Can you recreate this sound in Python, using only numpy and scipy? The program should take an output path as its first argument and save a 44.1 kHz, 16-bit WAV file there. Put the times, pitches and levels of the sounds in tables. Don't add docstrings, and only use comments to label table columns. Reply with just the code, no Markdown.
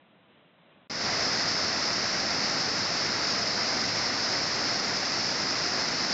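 import sys
import numpy as np
from scipy import signal
from scipy.fft import rfft, irfft, next_fast_len
from scipy.io import wavfile

SR = 44100
rng = np.random.default_rng(int(sys.argv[2]) if len(sys.argv) > 2 else 0)


def store_wav(level_fs):
    pcm = np.round(np.clip(np.atleast_2d(level_fs), -1, 1) * 32767)
    wavfile.write(sys.argv[1], SR, pcm.T.astype(np.int16))


N = 270333
TIME = np.arange(N) / SR
FALL_END_S, STREAM_START_S = 0.875, 0.897


def from_db(db):
    return 10 ** (np.asarray(db) / 20)


def rms_one(x):
    return x / np.sqrt(np.mean(x ** 2) + 1e-20)


def filtered(x, gain_at):
    size = next_fast_len(N + SR // 10, real=True)
    hz = np.maximum(np.arange(size // 2 + 1) * SR / size, 1)
    return irfft(rfft(x, size) * gain_at(hz), size)[:N]


def coloured(x, colour):
    points_hz, points_db = np.transpose(colour)

    def gain_at(hz):
        return from_db(np.interp(np.log(hz), np.log(points_hz), points_db))

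    return rms_one(filtered(x, gain_at))


def low_pass(x, edge_hz):
    return filtered(x, lambda hz: 1 / np.sqrt(1 + (hz / edge_hz) ** 100))


def drift(rate):
    step = 40
    r = np.exp(-2 * np.pi * rate * step / SR)
    settle = 2000
    noise = rng.standard_normal(N // step + settle + 2)
    slow = rms_one(signal.lfilter([1], [1, -2 * r, r * r], noise)[settle:])
    return np.interp(np.arange(N) / step, np.arange(len(slow)), slow)


def swell(peak_s, attack_s, release_s):
    return np.interp(TIME, [peak_s - attack_s, peak_s, peak_s + release_s], [0, 1, 0])


# (frequency [Hz], level [dB per Hz])
FALL_SPECTRUM = [(26, -57.5), (45, -22.5), (64, -24), (101, -11.5), (184, -0.5), (239, -4.5), (355, -7),
                 (420, -10.5), (498, -7), (647, -5.5), (842, -11.5), (1020, -10), (1350, -13.5),
                 (3440, -15.5), (4000, -21.5), (5200, -53), (8800, -120)]


def waterfall():
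    rumble = coloured(rng.standard_normal(N), FALL_SPECTRUM)
    waver_db = 0.6 * drift(9)
    swell_db = 2.5 * swell(peak_s=0.704, attack_s=0.025, release_s=0.17)
    level_db = -60.5 + waver_db + swell_db
    return from_db(level_db) * low_pass(rumble, edge_hz=4050)


def impacts(per_s, spread_db):
    sizes = from_db(spread_db * np.minimum(rng.exponential(1, N), 4))
    return sizes * (rng.random(N) < per_s / SR)


def drops(per_s, spread_db):
    return impacts(per_s, spread_db) * rng.choice([-1, 1], N)


def splashes(per_s, spread_db, fade_s):
    crest_power = impacts(per_s, spread_db) ** 2 + 1e-18
    power = signal.lfilter([1], [1, -np.exp(-1 / (fade_s * SR))], crest_power)
    return rms_one(np.sqrt(power))


def bubbles(per_s, cycles, low_hz, high_hz, count):
    clicks = drops(per_s, spread_db=1.5)
    dealt = rng.integers(0, count, N)
    out = 0
    for k, hz in enumerate(np.geomspace(low_hz, high_hz, count)):
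        r = np.exp(-np.log(1000) * hz / (cycles * SR))
        w = 2 * np.pi * hz / SR
        struck = clicks * (dealt == k) + 1e-18
        ringing = signal.lfilter([0, np.sin(w)], [1, -2 * r * np.cos(w), r * r], struck)
        out = out + hz * ringing
    return rms_one(out)


# (frequency [Hz], level [dB per Hz])
ROAR_SPECTRUM = [(50, -19.5), (105, -2.5), (135, -2.5), (230, 0.5), (450, -3.5), (680, -1), (950, -5),
                 (1400, -2.5), (1750, -4), (2050, -2), (2330, -7.5), (2650, -9), (3100, -15), (7500, -43.5)]


def roar(breaking):
    foam = rng.standard_normal(N) * from_db(0.23 * drift(12))
    swarm = bubbles(per_s=2500, cycles=12, low_hz=203, high_hz=2960, count=28) * breaking
    gurgles = bubbles(per_s=220, cycles=41, low_hz=448.4, high_hz=2800, count=48)
    foam, swarm, gurgles = (coloured(part, ROAR_SPECTRUM) for part in (foam, swarm, gurgles))
    return rms_one(foam + from_db(-9.5) * swarm + from_db(-10) * gurgles)


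# (frequency [Hz], level [dB per Hz])
SPRAY_SPECTRUM = [(300, -25.5), (1500, -16.5), (3200, -17.5), (3900, -9.5), (4500, -3.5), (4950, 0.5),
                  (5200, 1.5), (6000, -9), (6700, -17), (7400, -22.5), (7900, -40)]


def spray(breaking):
    shower = rms_one(drops(per_s=7000, spread_db=2.0)) * breaking
    mist = from_db(4.5) * rng.standard_normal(N)
    flicker = from_db(0.29 * drift(14))
    return coloured((shower + mist) * flicker, SPRAY_SPECTRUM)


def stream():
    age_s = TIME - STREAM_START_S
    fade_in_s, fade_in_depth_db = 0.18, 7.0
    ebb_db_per_s = 0.07
    level_db = -fade_in_depth_db * np.clip(1 - age_s / fade_in_s, 0, 1) - ebb_db_per_s * age_s
    overshoot_db = 1.3 * swell(STREAM_START_S + fade_in_s, fade_in_s, release_s=0.45)
    roar_db = -32.5 + overshoot_db
    spray_db = -30 + 0.17 * drift(1.8)
    breaking = splashes(per_s=170, spread_db=1.5, fade_s=0.013)
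    rapids = from_db(roar_db) * roar(breaking) + from_db(spray_db) * spray(breaking)
    return from_db(level_db) * rapids


def scene():
    far = np.clip((FALL_END_S - TIME) / 0.002, from_db(-26.0), 1)
    close = np.clip((TIME - STREAM_START_S) / 0.0037, 0, 1)
    mono = far * waterfall() + close * stream()
    return np.tile(mono, (2, 1))


def record(dry):
    return np.array([low_pass(channel, edge_hz=7850) for channel in dry])


dry = scene()
out = record(dry)
store_wav(out)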